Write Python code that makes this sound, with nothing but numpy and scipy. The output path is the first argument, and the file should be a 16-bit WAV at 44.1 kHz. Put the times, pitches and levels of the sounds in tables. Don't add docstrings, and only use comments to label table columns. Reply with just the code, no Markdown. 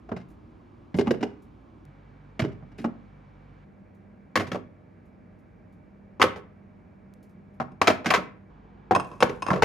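import sys
import numpy as np
from scipy import signal
from scipy.fft import rfft, irfft, next_fast_len
from scipy.io import wavfile

SR = 44100
rng = np.random.default_rng(int(sys.argv[2]) if len(sys.argv) > 2 else 0)


def transcribe(u):
    v = np.clip(np.atleast_2d(u).T, -1, 1)
    q = np.round(v * 32767).astype(np.int16)
    wavfile.write(sys.argv[1], SR, q)


N = 425124
T = np.arange(N) / SR

PLACE_BOUNDS_S = [0, 1.85, 3.648, 8.502, 9.698]
# freq_hz, density_db
RUMBLE_SPECTRA = [
    [(15, -35), (25, -11), (48, 4), (145, -2), (170, -6), (236, -4.5), (317, -2), (451, -15.5), (531, -15),
     (695, -19), (1100, -18.5), (1790, -29.5), (2280, -30), (16000, -65)],
    [(15, -38), (25, -21), (53, 5), (70, -19), (149, 7.5), (175, -10.5), (293, -1.5), (335, -10.5),
     (531, -10), (641, -14.5), (962, -15.5), (2280, -23), (2480, -26.5), (16000, -64.5)],
    [(15, -58.5), (25, -26), (45, -11.5), (92, -7.5), (153, -9.5), (190, -2), (217, -9.5), (439, -18),
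     (531, -20.5), (641, -23), (1190, -30.5), (2280, -34), (3080, -47.5), (16000, -71.5)],
    [(15, -41), (25, -7), (53, 3), (120, -1), (200, 2.5), (394, -7), (463, -5), (591, -17), (754, -10),
     (2350, -25), (16000, -68.5)],
]
RUMBLE_LEVELS_DB = [-52, -55, -53.5, -53.5]
# freq_hz, side_over_mid_db
RUMBLE_WIDTH = [(60, -17.5), (150, -9.5), (380, -4.5), (950, 2), (2380, -7), (5980, -14), (15000, 1.5)]
# pitch_hz, then level_db at each of the four places
MOTOR_TONES = [(50, -85, -56, -69.5, -58), (98.1, -63, -58.5, -62, -62.5),
               (145.7, -72, -59.5, -67.5, -64.5), (198.2, -63.5, -62, -64.5, -62),
               (198, -82, -74.5, -62.5, -74), (235, -62, -68, -66, -80), (612, -80.5, -101, -71.5, -78),
               (660, -140, -91, -88, -92), (766, -81, -77.5, -79.5, -96), (1600, -117, -84, -87.5, -84),
               (1669, -85, -87, -86, -80), (2295, -99, -77.5, -89.5, -86), (2304, -84, -107.5, -82.5, -79)]

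# freq_hz, t60_s
TAIL_DECAY = [(80, 0.67), (210, 0.47), (560, 0.34), (1470, 0.41), (3880, 0.28), (10200, .2)]
# freq_hz, gain_db
TAIL_EQ = [(80, 6), (400, 2), (1500, -0.5), (5000, -2.5), (14000, 3)]
# freq_hz, power_share
TAIL_CENTRE = [(100, 0.8), (500, 0.47), (1500, 0.17), (4000, 0.28), (9000, 0.31)]

# start_s, level_db
BRUSHES = [(0.287, -60), (0.303, -58), (1.422, -56.5), (3.947, -65), (5.056, -66), (5.389, -66.5),
           (5.726, -64), (7.229, -53), (7.294, -61.5), (7.541, -65.5)]
# start_s, level_db
THIN_CLICKS = [(1.853, -45.5), (7.1387, -42.5)]
# start_s, length_s, level_db
BASE_SLIDES = [(0.962, 0.046, -54), (2.778, 0.076, -65), (4.463, 0.05, -76), (8.954, 0.27, -67),
               (9.242, 0.19, -67.5), (9.477, 0.12, -61)]

BAND_EDGES_HZ = [70, 550, 1400, 2800, 6000, 13500]
WASH_T60_S = [0.11, 0.025, 0.018, 0.033, 0.06]
WASH_WIDTH_DB = [-26.5, -1.5, -19, -4.5, -18]
# pitch_hz, level_db, t60_s
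TUB_MODES = [(125, -4, .1), (180, -2, .08), (230, 0, .07), (300, -3, .05), (385, 0, .045), (440, 0, .04),
             (640, 0, .03), (850, -2, .025), (1250, -4, .025), (1600, -8, .02), (2100, -5, .025),
             (2860, 0, .025), (3830, -8, .015), (5260, -4, .015)]
TRAY_MODES = [(130, -6, .1), (190, 0, .09), (245, -2, .08), (320, -3, .06), (400, -1, .06), (505, 0, .05),
              (630, -1, .035), (760, -1, .03), (960, -2, .03), (1090, -1, .03), (1290, -2, .03),
              (1540, -2, .03), (1745, -3, .025), (2050, -3, .025), (2300, -4, .02), (2700, 0, .02),
              (3120, 0, .02), (3630, -3, .02), (4170, -4, .02), (4520, -4, .02), (5330, -6, .02),
              (6590, 0, .02)]
GLASS_MODES = [(250, -6, .07), (480, 0, .05), (700, -6, .04), (1017, 0, .04), (1110, -3, .04),
               (1599, -12, .03), (2560, 0, .035), (2720, -4, .045), (3214, -4, .025), (3709, -8, .025),
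               (5060, -6, .04), (5250, -6, .04), (6400, -4, .025), (8330, -1, .04), (9600, -10, .025)]
# start_s, knock_db, weight_db, hardness_db, thud_hz, knock_hz, pan_db, chatter_s
TUB_HITS = [(0.09, -32, -5, -20, 370, 644, 2, 0.0097), (0.117, -21.5, -1, -24, 396, 660, -2, 0.0051),
            (0.164, -31, -0.5, -9, 102, 606, 0, 0.013), (0.204, -50.5, 2, -2.5, 334, 635, 8, 0.011),
            (0.943, -37.5, 21, 2, 225, 650, 16, 0.018), (0.987, -27.5, 18, 2, 385, 600, 9, 0.0074),
            (1.009, -28, 7, -1, 386, 654, 12, 0.0033), (1.062, -36, 9, -9.5, 127, 875, -1, .005),
            (1.071, -21.5, 6.5, -9.5, 198, 910, -1, 0.0075), (1.108, -20.5, 10.5, -1, 485, 600, 5, 0.0047),
            (1.139, -32, -8, -11, 390, 624, -8, 0.0087), (1.209, -36.5, 12, -4, 188, 600, 7, 0.0047),
            (1.228, -20.5, 2, -6, 380, 860, -2.5, 0.0038), (2.394, -19.5, 0, -1.5, 237, 603, -1, 0.0064),
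            (2.418, -28.5, 11, -3.5, 120, 673, -2, 0.0043), (2.44, -27.5, 9.5, -9, 316, 622, 0, 0.0033),
            (2.52, -51, 12, -3.5, 116, 608, -.5, 0.01), (2.625, -45, 9, -23, 188, 680, 1, 0.0052),
            (2.718, -55, 13.5, -1, 102, 824, 1, 0.0067), (2.785, -47.5, 17.5, 7, 230, 600, 1, 0.016),
            (2.843, -20, 4.5, -16, 230, 610, 0.5, 0.0083)]
TRAY_HITS = [(4.356, -13, -3.5, -0.5, 544, 1390, 3.5, 0.01), (4.372, -21.5, 0, -1, 296, 633, -4, 0.015),
             (4.398, -24.5, 3, 0.5, 415, 670, -1, 0.015), (4.469, -38, 4, 1.5, 102, 633, -1.5, 0.011),
             (4.517, -26.5, 3.5, 0.5, 261, 1310, 4, 0.0088), (4.546, -24.5, 2, -11, 374, 700, 3, 0.0096),
             (6.198, -16.5, -3.5, -11.5, 345, 872, 5.5, .018),
             (6.216, -5, -11.5, -1.5, 519, 1350, .5, 0.0084), (6.239, -19, 7.5, -5.5, 509, 1100, 2, 0.013),
             (6.36, -33, -4, -7, 549, 928, -2, 0.017), (7.6, -17, -8, -18, 191, 800, 0.5, 0.013),
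             (7.815, -4.5, -17.5, -7, 538, 1100, 3, 0.0028), (7.872, -11.5, -16, 3, 396, 1040, 2, 0.0042),
             (7.878, -4, -4.5, -4, 549, 700, -0.5, 0.0056), (7.9, -9, -10.5, -9.5, 202, 620, 1.5, 0.0095),
             (8.045, -29, -3, -5, 549, 600, 1, .02), (8.059, -15.5, -4.5, -1.5, 253, 630, -1, 0.031),
             (8.104, -10, -15, 0, 441, 745, -4, 0.0072), (8.111, -17, -20, -5.5, 252, 1180, 13, .016),
             (8.138, -10, -7.5, -1.5, 549, 1120, 0.5, .013), (8.179, -21, 0, -21, 210, 1083, -4, 0.0045),
             (8.91, -6, -7, -19, 549, 690, 3.5, 0.0066), (8.927, -23, -2, -18, 320, 940, 10, 0.0044),
             (9.225, -5.5, -2.5, -4.5, 474, 910, 3.5, 0.0045), (9.293, -26.5, 2.5, -5, 382, 600, 0, 0.0063),
             (9.504, -11.5, -3.5, -13.5, 164, 1080, -1.5, 0.0066),
             (9.531, -18.5, -2, -9.5, 517, 616, 9, .014), (9.559, -21.5, 0, -12.5, 474, 1000, 0, 0.04),
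             (9.622, -7.5, -3.5, -4.5, 509, 605, 2, 0.012)]
GLASS_HITS = [(7.718, -50, 7, -11, 220, 885, 3.5, .006), (8.95, -8.5, -18, -12, 549, 970, 2.5, 0.0077),
              (8.961, -11, -9.5, -24, 549, 940, -3, 0.0015), (8.998, -15.5, -26, -14.5, 178, 830, 0, .005),
              (9.046, -40, -15, -6, 296, 1080, 1, 0.0068), (9.115, -33, -4.5, -17, 280, 1050, 0, 0.049),
              (9.205, -18.5, -6, -7.5, 495, 1060, 2.2, .018), (9.422, -19, -17, -9, 223, 1130, 0.5, 0.0019),
              (9.465, -19.5, -10, -12, 549, 1150, -4, 0.01), (9.485, -17, -5.5, -17, 393, 958, 8, 0.036)]

# freq_hz, lead_rad
PORT_PHASE = [(100, 0), (400, .3), (860, .5), (1460, -.3), (3270, .5), (7400, -.3), (8500, -3.14),
              (9560, -5.8), (10700, -6.5), (12100, -9.42), (13400, -12.2), (16100, -15.7)]


def from_db(db):
    return 10 ** (np.asarray(db) / 20)


def peak_one(x):
    return x / (np.abs(x).max() + 1e-20)


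def at_hz(points, hz):
    p = np.array(points)
    return np.interp(np.log(np.maximum(hz, 1)), np.log(np.maximum(p[:, 0], 1)), p[:, 1])


def band(x, low_hz, high_hz):
    return signal.sosfilt(signal.butter(2, [low_hz, high_hz], "band", fs=SR, output="sos"), x)


def panned(x, pan_db):
    return from_db([[pan_db / 2], [-pan_db / 2]]) * x


def add(out, x, start_s):
    i = round(start_s * SR)
    out[:, i:i + x.shape[1]] += x[:, :N - i]


def chatter(t, length_s, per_s, first_db, rattle_db, rise_s):
    impulses = (rng.random(len(t)) < per_s / SR) * rng.standard_normal(len(t))
    settling = np.exp(-t / length_s) + from_db(rattle_db) * np.exp(-t / 0.057)
    fade_out = np.cos(np.pi / 2 * t / t[-1])
    loading = 1 - np.exp(-t / rise_s)
    force = impulses * settling * fade_out * loading
    force /= np.sqrt((force ** 2).sum() + 1e-12)
    force[0] = from_db(first_db)
    return force


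def compressor():
    crossfades = np.array([np.clip((T - s) / 0.0092 + 1, 0, 1) for s in PLACE_BOUNDS_S])
    place_gates = crossfades[:-1] - crossfades[1:]
    size, out = next_fast_len(N), 0
    hz = np.arange(size // 2 + 1) * SR / size
    noise = rfft(rng.standard_normal((2, size))) * from_db([0 * hz, at_hz(RUMBLE_WIDTH, hz)])
    for gate, spectrum, level_db in zip(place_gates, RUMBLE_SPECTRA, RUMBLE_LEVELS_DB):
        mid, side = irfft(noise * from_db(at_hz(spectrum, hz)), size)[:, :N]
        out += gate * from_db(level_db) / mid.std() * (mid + side * [[1], [-1]])
    for pitch_hz, *levels_db in MOTOR_TONES:
        drift = np.interp(T, T[::441], np.cumsum(rng.normal(0, .12, len(T[::441]))))
        phase = 2 * np.pi * pitch_hz * T + rng.uniform(0, 2 * np.pi) + drift
        out += np.sqrt(2) * (from_db(levels_db) @ place_gates) * np.sin(phase)
    return panned(out, pan_db=-1.5)


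def cabinet_tail(x):
    t, response = T[:SR // 2], 0
    edges_hz = 60 * 2 ** np.arange(0, 8.1, .5)
    for low, high in zip(edges_hz, edges_hz[1:]):
        centre, left, right = band(rng.standard_normal((3, len(t))), low, high)
        share = at_hz(TAIL_CENTRE, low)
        stereo = np.sqrt(share) * centre + np.sqrt(1 - share) * np.array([left, right])
        response += stereo * from_db(at_hz(TAIL_EQ, low) - 60 * t / at_hz(TAIL_DECAY, low))
    response *= 1 - np.exp(-t / 0.002)
    response /= np.sqrt((response ** 2).sum() / 2)
    return signal.fftconvolve(x, response, axes=1)[:, :N]


def brushes():
    out, t = np.zeros((2, N)), T[:SR // 10]
    for start_s, level_db in BRUSHES:
        force = chatter(t, length_s=0.022, per_s=13000, first_db=-7.5, rattle_db=-30, rise_s=0.0014)
        rustle = peak_one(band(force, 1600, 14700))
        add(out, panned(from_db(level_db) * rustle, 0), start_s)
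    return out


def thin_clicks():
    out = np.zeros((2, N))
    click = peak_one(band(signal.unit_impulse(SR // 10), 1200, 12500))
    for start_s, level_db in THIN_CLICKS:
        add(out, panned(from_db(level_db) * click, 0), start_s)
    return out


def slides(grains_per_s=1700):
    out, t = np.zeros((2, N)), T[:SR // 4]
    for start_s, length_s, level_db in BASE_SLIDES:
        grains = (rng.random(len(t)) < grains_per_s / SR) * rng.standard_normal(len(t))
        rub = band(grains, 2500, 10500)
        stroke = np.sqrt(np.clip(1 - t / length_s, 0, 1)) * np.minimum(t / 0.005, 1)
        add(out, panned(from_db(level_db) * stroke * rub / rub.std(), 0), start_s)
    return out


def mode_wash(force, k):
    retained = from_db(-120 / WASH_T60_S[k] / SR)
    energy = signal.lfilter([1], [1, -retained], force ** 2)
    noise = rng.standard_normal((2, len(force))) * np.sqrt(energy)
    mid, side = band(noise, *BAND_EDGES_HZ[k:k + 2])
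    return peak_one(mid + from_db(WASH_WIDTH_DB[k]) * side * [[1], [-1]])


def struck_body(hits, modes, wash_db, edge_db, tick_db, spread_db, reach_octaves, **landing):
    out, t = np.zeros((2, N)), T[:SR // 7]
    hz, mode_db, t60_s = np.transpose(modes)[:, :, None]
    rings = from_db(mode_db - 60 * t / t60_s) * np.sin(2 * np.pi * hz * t)
    mode_band = np.searchsorted(BAND_EDGES_HZ, hz[:, 0]) - 1
    in_band = mode_band == np.arange(5)[:, None]
    selectivity = np.choose(mode_band, [1, 1, .4, .16, .09])
    soften = [signal.butter(2, min(1.76 * top, .45 * SR), fs=SR, output="sos")
              for top in BAND_EDGES_HZ[1:]]
    for start_s, knock_db, weight_db, hardness_db, thud_hz, knock_hz, pan_db, chatter_s in hits:
        force = chatter(t, chatter_s, per_s=1500, **landing)
        distance = np.log2(hz[:, 0] / np.where(mode_band == 0, thud_hz, knock_hz)) * selectivity
        drive = from_db(spread_db * rng.standard_normal(len(modes))) * rng.choice([-1, 1], len(modes))
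        drive /= 1 + (distance / reach_octaves) ** 2
        ringing = signal.fftconvolve(force[None], (drive * in_band) @ rings, axes=1)[:, :len(t)]
        balance_db = [weight_db, 0, hardness_db, hardness_db + edge_db, hardness_db + tick_db]
        pans_db = [-2.5, pan_db, pan_db / 2, 0, 0]
        for k in range(5):
            layer = peak_one(ringing[k]) + from_db(wash_db[k]) * mode_wash(force, k)
            layer = peak_one(signal.sosfilt(soften[k], layer))
            add(out, panned(from_db(knock_db + balance_db[k]) * layer, pans_db[k]), start_s)
    return out


def tubs():
    return struck_body(TUB_HITS, TUB_MODES, wash_db=[-9.5, 0, 4.5, 2, 7],
                       edge_db=-4.5, tick_db=-24.5, spread_db=3, reach_octaves=0.38,
                       first_db=-4.5, rattle_db=-33, rise_s=0.0016)


def door_tray():
    return struck_body(TRAY_HITS, TRAY_MODES, wash_db=[-5, -0.5, 4.5, 8.5, 5],
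                       edge_db=-7, tick_db=-19.5, spread_db=4.5, reach_octaves=0.38,
                       first_db=-4.5, rattle_db=-27, rise_s=0.00057)


def jar_clinks():
    return struck_body(GLASS_HITS, GLASS_MODES, wash_db=[2.5, -1.5, -3.5, 0, -15],
                       edge_db=-3, tick_db=-7, spread_db=1, reach_octaves=1,
                       first_db=0.5, rattle_db=-30.5, rise_s=0.0009)


def scene():
    close = tubs() + door_tray() + jar_clinks() + brushes() + thin_clicks() + slides()
    close = signal.sosfilt(signal.butter(3, 85, "high", fs=SR, output="sos"), close)
    return close + from_db(-14) * cabinet_tail(close) + compressor()


def record(dry):
    size = next_fast_len(N + 2048)
    lead_rad = at_hz(PORT_PHASE, np.arange(size // 2 + 1) * SR / size)
    left = irfft(rfft(dry[0], size) * np.exp(1j * lead_rad), size)[:N]
    stereo = signal.sosfilt(signal.butter(4, 44, "high", fs=SR, output="sos"), [left, dry[1]])
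    rounded = stereo / (1 + np.abs(stereo / .93) ** 6) ** (1 / 6)
    return signal.sosfilt(signal.cheby2(20, 80, 16600, fs=SR, output="sos"), rounded)


dry = scene()
out = record(dry)
transcribe(out)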